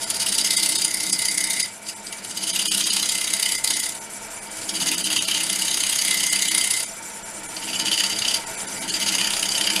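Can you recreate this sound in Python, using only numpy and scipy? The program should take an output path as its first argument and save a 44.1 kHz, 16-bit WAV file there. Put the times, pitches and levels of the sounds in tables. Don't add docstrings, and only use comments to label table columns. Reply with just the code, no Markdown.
import sys
import numpy as np
from scipy import signal
from scipy.fft import rfft, irfft, next_fast_len
from scipy.io import wavfile
from scipy.ndimage import uniform_filter1d, map_coordinates

SR = 44100
rng = np.random.default_rng(int(sys.argv[2]) if len(sys.argv) > 2 else 0)


def undo_db(level):
    steps = np.asarray(level, float) / 20
    return 10 ** steps


def inscribe(sig):
    pcm = np.round(np.clip(np.atleast_2d(sig).T, -1, 1) * 32767)
    wavfile.write(sys.argv[1], SR, pcm.astype(np.int16))


N = 432180
TIME = np.arange(N) / SR
TURNS_A_SECOND = 16.2

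# t/s, motor level/dB, belt level/dB
MACHINE = [
    (0, -37.5, -43),
    (1.8, -43, -44.5),
    (2.2, -41, -43.5),
    (4, -40.5, -41),
    (4.5, -38.5, -41),
    (7, -40.5, -41.5),
    (7.5, -38, -39),
    (8.5, -36, -38),
    (9.8, -35.5, -35),
]
# t/s, laps run
BELT_LAPS = [(-.06, -9), (1.81, 0), (2.02, 1), (4.09, 11), (4.5, 13), (7.015, 25), (7.425, 27), (8.455, 32),
             (8.87, 34), (9.91, 39)]
# f/Hz, width/Hz, level/dB
CASING_MODES = [(207.1, 3.3, 5), (428, 2, -5), (663.3, 15.6, -2), (907.7, 11.5, 3.5), (1400, 186, -9.5),
                (2290, 23, -1.5)]
PULLEY_MODES = [(5720, 140, -4), (6150, 100, 2), (7210, 180, 1.5), (9100, 84, -12), (9260, 400, 0.5),
                (10000, 130, 3.5)]
# f/Hz, level/dB (per Hz)
MOTOR_SPECTRUM = [(15, -7), (32, -4), (75, -29), (102, -7.5), (150, -12.5), (400, -10), (950, -8.5),
                  (1180, -18), (2000, -10.5), (3700, -18), (6000, -20.5), (15000, -32.5)]
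BELT_AIR_SPECTRUM = [(3000, -31.5), (5000, -8.5), (6800, -5), (7200, 4), (10300, -2.5), (12500, -7),
                     (14000, -10), (16000, -30)]

# t/s, lead over an even spin/turns
SPIN_LEAD = [(.1, .75), (.53, .76), (.97, .705), (1.4, .64), (1.62, .56), (2.2, .97), (2.76, .965),
             (3.05, .9), (3.63, .945), (3.85, .89), (5.2, 1.36), (6.08, 1.46), (6.56, 1.4), (6.8, 1.27),
             (7.75, 1.75), (8.35, 1.806), (8.95, 2.175), (9.75, 2.29)]
# t/s, worst out-of-round level/dB, end grain level once deep/dB, shank ring once deep/dB
ENTRIES = [
    (-.05, 4, 5, 1),
    (2.1, 4, 5, -2),
    (4.62, 4.5, 4.5, -3),
    (7.55, 4.5, 5, 3),
    (8.699, 5, 6, 1),
]
# t/s, peak level/dB
CATCHES = [(0.103, 11), (0.2635, -5), (0.324, -1), (0.382, 3.5), (0.506, -3), (0.691, 0), (0.817, 0),
           (0.847, 2), (0.9428, -1), (1.128, 5), (1.2532, 0), (1.378, 1), (1.441, -3.5), (1.505, -2),
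           (1.5688, -9), (2.6557, -5), (3.093, -2), (3.1507, -8), (3.3358, -7), (3.642, 6), (3.674, 2.5),
           (3.837, -1.5), (4.9154, 2), (5.282, 1), (6.58, -2), (6.7072, 5), (7.7964, 1), (8.0373, -3),
           (9.6395, -11), (9.7607, 2),
           (0.1431, 0), (0.166, -7), (1.601, -1), (1.886, -8), (2.066, -5), (2.1253, -1), (2.184, -14),
           (2.246, -8), (2.31, -7), (2.372, -8), (4.0657, -17), (4.5694, -13), (4.6294, -23), (4.6924, -4),
           (7.564, -7), (8.2806, 0), (8.3414, -28), (8.6018, -4), (8.902, -6), (8.9694, -12), (9.335, -1),
           (9.6719, -5)]

# t/s, pressure level/dB, shear (0 scraping, 1 slicing), reach (0 low, 1 high on the wall)
FIRST_CUT = [
    (0, -32.5, 0.9, 0.2),
    (.07, -26, 0.55, 0.36),
    (.3, -24, 0.65, 0.14),
    (.5, -21.5, 0.63, 0.68),
    (.82, -22, 0.73, 0.28),
    (.92, -27.5, .9, 0.85),
    (1.1, -24, 0.8, 0.48),
    (1.35, -26.5, 1, 0.92),
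    (1.63, -23.5, 0.63, 0.8),
]
BRUSH = [
    (1.71, -48, 0.81, .1),
    (1.82, -57, .7, .5),
    (1.89, -30, 0.48, .3),
    (1.96, -54, 1, .3),
]
SECOND_CUT = [
    (2.1, -36, 0.43, .5),
    (2.2, -39.5, 0.69, 0.51),
    (2.5, -25.5, 0.42, .3),
    (2.7, -22.5, 0.47, 0),
    (2.95, -21, 0.43, 0),
    (3.1, -24, 0.51, 0.52),
    (3.3, -24.5, 0.57, 0.63),
    (3.5, -23, 0.54, 0.73),
    (3.59, -26.5, 0.6, 0.75),
]
RETAKE = [
    (3.62, -42, 1, .4),
    (3.65, -20.5, 0.71, 0.45),
    (3.75, -23.5, 0.58, 0.66),
    (3.86, -25.5, 0.94, 0.67),
    (3.92, -35, 0.48, 0.38),
    (4.05, -49, .7, .5),
    (4.45, -46, 1, .3),
]
THIRD_CUT = [
    (4.6, -35, .6, 0.24),
    (4.9, -22, 0.29, 0.35),
    (5.0, -26.5, 0.54, 0.15),
    (5.18, -21, 0.17, 0.27),
    (5.25, -29, 0.52, 0),
    (5.3, -21, 0.14, .1),
    (5.42, -25, 0.46, 0.53),
    (5.9, -22.5, 0.42, 0.34),
    (6.05, -22, 0.56, 0.74),
             (6.4, -22, 0.5, 0.66),
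    (6.6, -21.5, 0.66, 0.76),
    (6.81, -23, 0.69, 0.59),
    (6.88, -39.5, .9, .3),
    (7.0, -50, 0.8, .6),
]
FOURTH_CUT = [
    (7.4, -50, 0.63, .6),
    (7.6, -37, .1, 0.5),
    (7.75, -29.5, 0.13, 0.12),
    (8.0, -23.5, .1, 0.48),
    (8.15, -30.5, 0.23, 0.57),
    (8.36, -24.5, 0.16, 0.35),
    (8.42, -45, .5, .5),
    (8.6, -40, 0.41, .4),
    (8.8, -39.5, 0.47, .9),
]
FIFTH_CUT = [
    (8.9, -30.5, 0.17, 0.22),
    (9.1, -24, 0.27, .6),
    (9.3, -26, 0.16, 0.22),
    (9.5, -27.5, 0.31, 0.28),
    (9.6, -24, 0.042, .3),
    (9.8, -27.5, .05, .2),
]
# t/s, bed level/dB
REST_WEIGHT = [(0.0, -52), (0.02, -46.5), (1.09, -39.5), (1.63, -44), (1.72, -54), (2.7, -40),
               (3.66, -51.5), (3.68, -42.5), (4.39, -57.5), (4.75, -39), (5.92, -48), (6.61, -43),
               (6.88, -54), (7.91, -40), (8.49, -47.5), (9.06, -37), (9.36, -46), (9.8, -39.5)]

# f/Hz, width/Hz, level/dB
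TIP_SCRAPING = [(1960, 220, -4), (2890, 380, 1.5), (2917, 150, 2.5), (3030, 360, 6)]
TIP_SLICING = [(1880, 360, -12), (2960, 250, 5.5), (3226, 190, -1), (3750, 220, 2)]
SHANK_SCRAPING = [(4745, 50, 2), (4885, 80, -5), (5430, 120, -16)]
SHANK_SLICING = [(4760, 180, 5), (4940, 240, -7), (4100, 1050, -11)]
SHAVING_SCRAPING = [(3660, 390, -8), (6480, 300, 3), (8200, 230, -25), (9330, 270, -8), (10880, 120, -1.5),
                    (11750, 190, -7), (14600, 2200, -19)]
SHAVING_SLICING = [(3680, 300, -7), (6600, 280, -3), (7120, 150, -8), (7860, 300, -6), (9200, 220, 0),
                   (9500, 220, 0), (10750, 140, -2), (11850, 220, -8), (13100, 130, -11)]
WALL_MODES = [(2065, 210, 0)]
BED_MODES = [(196, 28, 3), (258, 30, -4), (316, 28, .5)]
# f/Hz, level/dB (per Hz)
TEARING_SPECTRUM = [(300, -42), (1000, -9.5), (1700, -23), (2600, -25), (4300, -0.5), (6000, -27)]
SHAVING_SPECTRUM = [(4500, -23.5), (6000, -9), (10300, -2), (11300, -15), (13300, -9), (16000, -32)]
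TIP_DB, SHAVING_DB, SHANK_DB, BED_DB = (1.5, -14.5), (-4, 1), (-4, -6), (2, -2.5)
WALL_DB = (-26.5, -4)

# f/Hz, t60/s
SHOP_DECAY = [(200, 0.063), (2000, 0.21), (10000, 0.061)]
# f/Hz, level/dB
TREBLE_FALL = [(11000, 0.5), (13100, -6), (13800, -14), (15700, -15)]
THINNED = [.055, .566, .779, 1.12, 1.631, 1.952, 2.527, 2.68, 2.699, 2.846, 2.91, 3.573, 3.743, 3.812,
           4.001, 4.407, 4.962, 5.043, 5.195, 5.259, 6.303, 6.497, 6.86, 7.242, 7.477, 8.458, 8.565, 8.67,
           8.8, 8.908]
THINNED_TWICE = [2.69, 2.7]


def unit(x):
    return x / np.sqrt(np.mean(x ** 2) + 1e-20)


def along(points, hz):
    f, v = np.transpose(points)
    return np.interp(np.log(hz + 1), np.log(f + 1), v)


def curves(rows):
    s, *columns = np.transpose(rows)
    return [np.interp(TIME, s, column) for column in columns]


def between(ends, share):
    return ends[0] + (ends[1] - ends[0]) * share


def wobble(rate):
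    return map_coordinates(rng.standard_normal(int(N * rate / SR) + 4), [TIME * rate])


def through(x, modes, spectrum=None, low_hz=20):
    m = next_fast_len(N + SR // 2)
    f = np.fft.rfftfreq(m, 1 / SR)
    ring = sum(undo_db(db) * 1j * f * w / (c * c - f * f + 1j * f * w) for c, w, db in modes)
    broad = undo_db(along(spectrum, f)) if spectrum else 0
    high_pass = (f / (f - 1j * low_hz)) ** 2
    return unit(irfft(rfft(x, m) * (ring + broad) * high_pass, m)[:N])


def fibres(spiky_db):
    return rng.standard_normal(N) * undo_db(spiky_db * wobble(900))


def patchy(x, depth_db):
    z = signal.stft(x, nperseg=256)[2]
    field = uniform_filter1d(rng.standard_normal(z.shape), size=4, axis=0)
    field = uniform_filter1d(field, size=5, axis=1)
    return signal.istft(z * undo_db(depth_db * unit(field)), nperseg=256)[1][:N]


def motor():
    level_db = curves(MACHINE)[0] + 0.27 * wobble(5.0)
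    hum = through(rng.standard_normal(N), CASING_MODES, MOTOR_SPECTRUM) * undo_db(level_db)
    return patchy(hum, depth_db=1.0)


def belt():
    lap = curves(BELT_LAPS)[0] % 1
    joint = np.exp(-np.minimum(lap / .04, (1 - lap) / .1) ** 2)
    half_way = np.exp(-((lap - .52) / .05) ** 2)
    level_db = curves(MACHINE)[1] + 3.5 - 11 * joint - 4 * half_way + wobble(30)
    hiss = through(fibres(spiky_db=0.0), PULLEY_MODES, BELT_AIR_SPECTRUM) * undo_db(level_db)
    return patchy(hiss, depth_db=3.5)


def blank():
    truing_s, deepen_s = 0.22, 0.27
    s, round_db, grain_db, ring_db = np.transpose(ENTRIES)
    last = np.searchsorted(s, TIME) - 1
    age = TIME - s[last]
    high_side = age / truing_s * np.exp(1 - age / truing_s)
    deep = 1 - np.exp(-age / deepen_s)
    return round_db[last] * high_side, grain_db[last] * deep, ring_db[last] * deep


def jolts(press_db):
    s, peak_db = np.transpose(CATCHES)
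    at = np.round((s + 0.0032) * SR).astype(int)
    impulses = np.zeros(N)
    impulses[at] = undo_db(peak_db - 8.5 - press_db[at]) ** 2
    t = np.linspace(-.02, .02, 1765)
    return np.abs(signal.fftconvolve(impulses, np.exp(-np.abs(t) / .0022), "same"))


def grain_load(press_db):
    round_db, grain_db, _ = blank()
    turns = TURNS_A_SECOND * TIME + curves(SPIN_LEAD)[0]
    angle = 2 * np.pi * turns
    strength = 1 + .12 * rng.standard_normal(400)[np.round(2 * turns).astype(int)]
    end_grain = np.exp(1.13 * (np.cos(2 * angle) - 1))
    load_db = 2.66 * grain_db * strength * end_grain
    load_db = load_db + 1.53 * round_db * np.cos(angle - 1.76) + 1.1 * wobble(60)
    load_db = load_db + 1.1 * round_db * (.5 - (turns + .03) % 1)
    power = undo_db(load_db) ** 2 + jolts(press_db)
    turn = round(SR / TURNS_A_SECOND)
    mean = uniform_filter1d(uniform_filter1d(power, size=turn), size=turn)
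    return 10 * np.log10(power / mean)


def tear(load_db, share):
    return fibres(spiky_db=2.5) * undo_db(share * load_db)


def steady(x):
    power = uniform_filter1d(uniform_filter1d(x ** 2, size=SR // 4), size=SR // 4)
    return x / np.sqrt(np.abs(power) + 1e-9)


def roll(x, shear, scraping, slicing, **rest):
    rolled = np.clip(1.86 * shear - .3, 0, 1)
    return steady((1 - rolled) * through(x, scraping, **rest) + rolled * through(x, slicing, **rest))


def gouge_tip(load_db, shear):
    ring = roll(tear(load_db, 1.37), shear, TIP_SCRAPING, TIP_SLICING, spectrum=TEARING_SPECTRUM)
    return undo_db(between(TIP_DB, shear)) * ring


def gouge_shank(load_db, shear):
    ring = roll(tear(load_db, 0.96), shear, SHANK_SCRAPING, SHANK_SLICING, low_hz=2450)
    return undo_db(between(SHANK_DB, shear) + blank()[2]) * ring


def shaving(load_db, shear, press_db):
    curl_db = uniform_filter1d(load_db, size=180, origin=-40)
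    contact = np.clip((press_db + 44) / 7, .05, 1)
    hiss = roll(tear(curl_db, 1.25), shear, SHAVING_SCRAPING, SHAVING_SLICING, spectrum=SHAVING_SPECTRUM)
    return contact * undo_db(between(SHAVING_DB, shear)) * hiss


def bowl_wall(load_db, reach):
    ring = through(through(tear(load_db, 0.78), WALL_MODES), WALL_MODES)
    return undo_db(between(WALL_DB, reach)) * steady(ring)


def lathe_bed(load_db, shear, press_db):
    ring = through(through(tear(load_db, 0.18), BED_MODES), BED_MODES, low_hz=121)
    shake_db = 0.18 * (press_db + 23.5) + curves(REST_WEIGHT)[0] + 1.9 * wobble(6)
    return undo_db(between(BED_DB, shear) + shake_db) * steady(ring)


def cutting():
    passes = FIRST_CUT + BRUSH + SECOND_CUT + RETAKE + THIRD_CUT + FOURTH_CUT + FIFTH_CUT
    press_db, shear, reach = curves(passes)
    load_db = grain_load(press_db)
    chips = gouge_tip(load_db, shear) + gouge_shank(load_db, shear) + shaving(load_db, shear, press_db)
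    chips = patchy(chips, depth_db=2.5)
    wood = chips + bowl_wall(load_db, reach)
    return undo_db(press_db - 1.74) * wood + lathe_bed(load_db, shear, press_db)


def shop(x):
    hz, t, z = signal.stft(rng.standard_normal(SR // 2), SR, nperseg=256)
    decay = undo_db(-60 * t / along(SHOP_DECAY, hz)[:, None])
    tail = signal.istft(z * decay, SR, nperseg=256)[1]
    late = np.pad(x, (300, 0))
    return signal.fftconvolve(late, tail / np.linalg.norm(tail))[:N]


def scene():
    machine = motor() + belt()
    cut = cutting()
    return (cut + undo_db(-7.0) * shop(cut) + machine)[None]


def treble_end(x):
    m = next_fast_len(N)
    hz = np.fft.rfftfreq(m, 1 / SR)
    response = undo_db(along(TREBLE_FALL, hz)) * (hz < 15750)
    return irfft(rfft(x, m) * response, m)[:N]


def thin_out(x, moments, keep_db):
    size = 1600
    block = np.round(np.array(moments) * SR).astype(int)[:, None] + np.arange(size) - size // 2
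    lines = rfft(x[block] * np.hanning(size))
    power = uniform_filter1d(np.abs(lines) ** 2, size=3, axis=1)
    band = np.abs(uniform_filter1d(power, size=80, axis=1))
    threshold = np.sqrt(band * power.mean(axis=1, keepdims=True))
    above_bass = np.fft.rfftfreq(size, 1 / SR) > 450
    weak = (power < undo_db(keep_db) ** 2 * threshold) & above_bass
    lost = .85 * irfft(lines * weak, size)
    return x - np.bincount(block.ravel(), lost.ravel(), N)


def band_limit(x):
    return signal.sosfilt(signal.butter(12, 15710, fs=SR, output="sos"), x)


def record(dry):
    heard = treble_end(dry[0])
    thinned = thin_out(heard, THINNED, keep_db=2)
    mix = thin_out(thinned, THINNED_TWICE, keep_db=0)
    return band_limit(mix[None])


dry = scene()
out = record(dry)
inscribe(out)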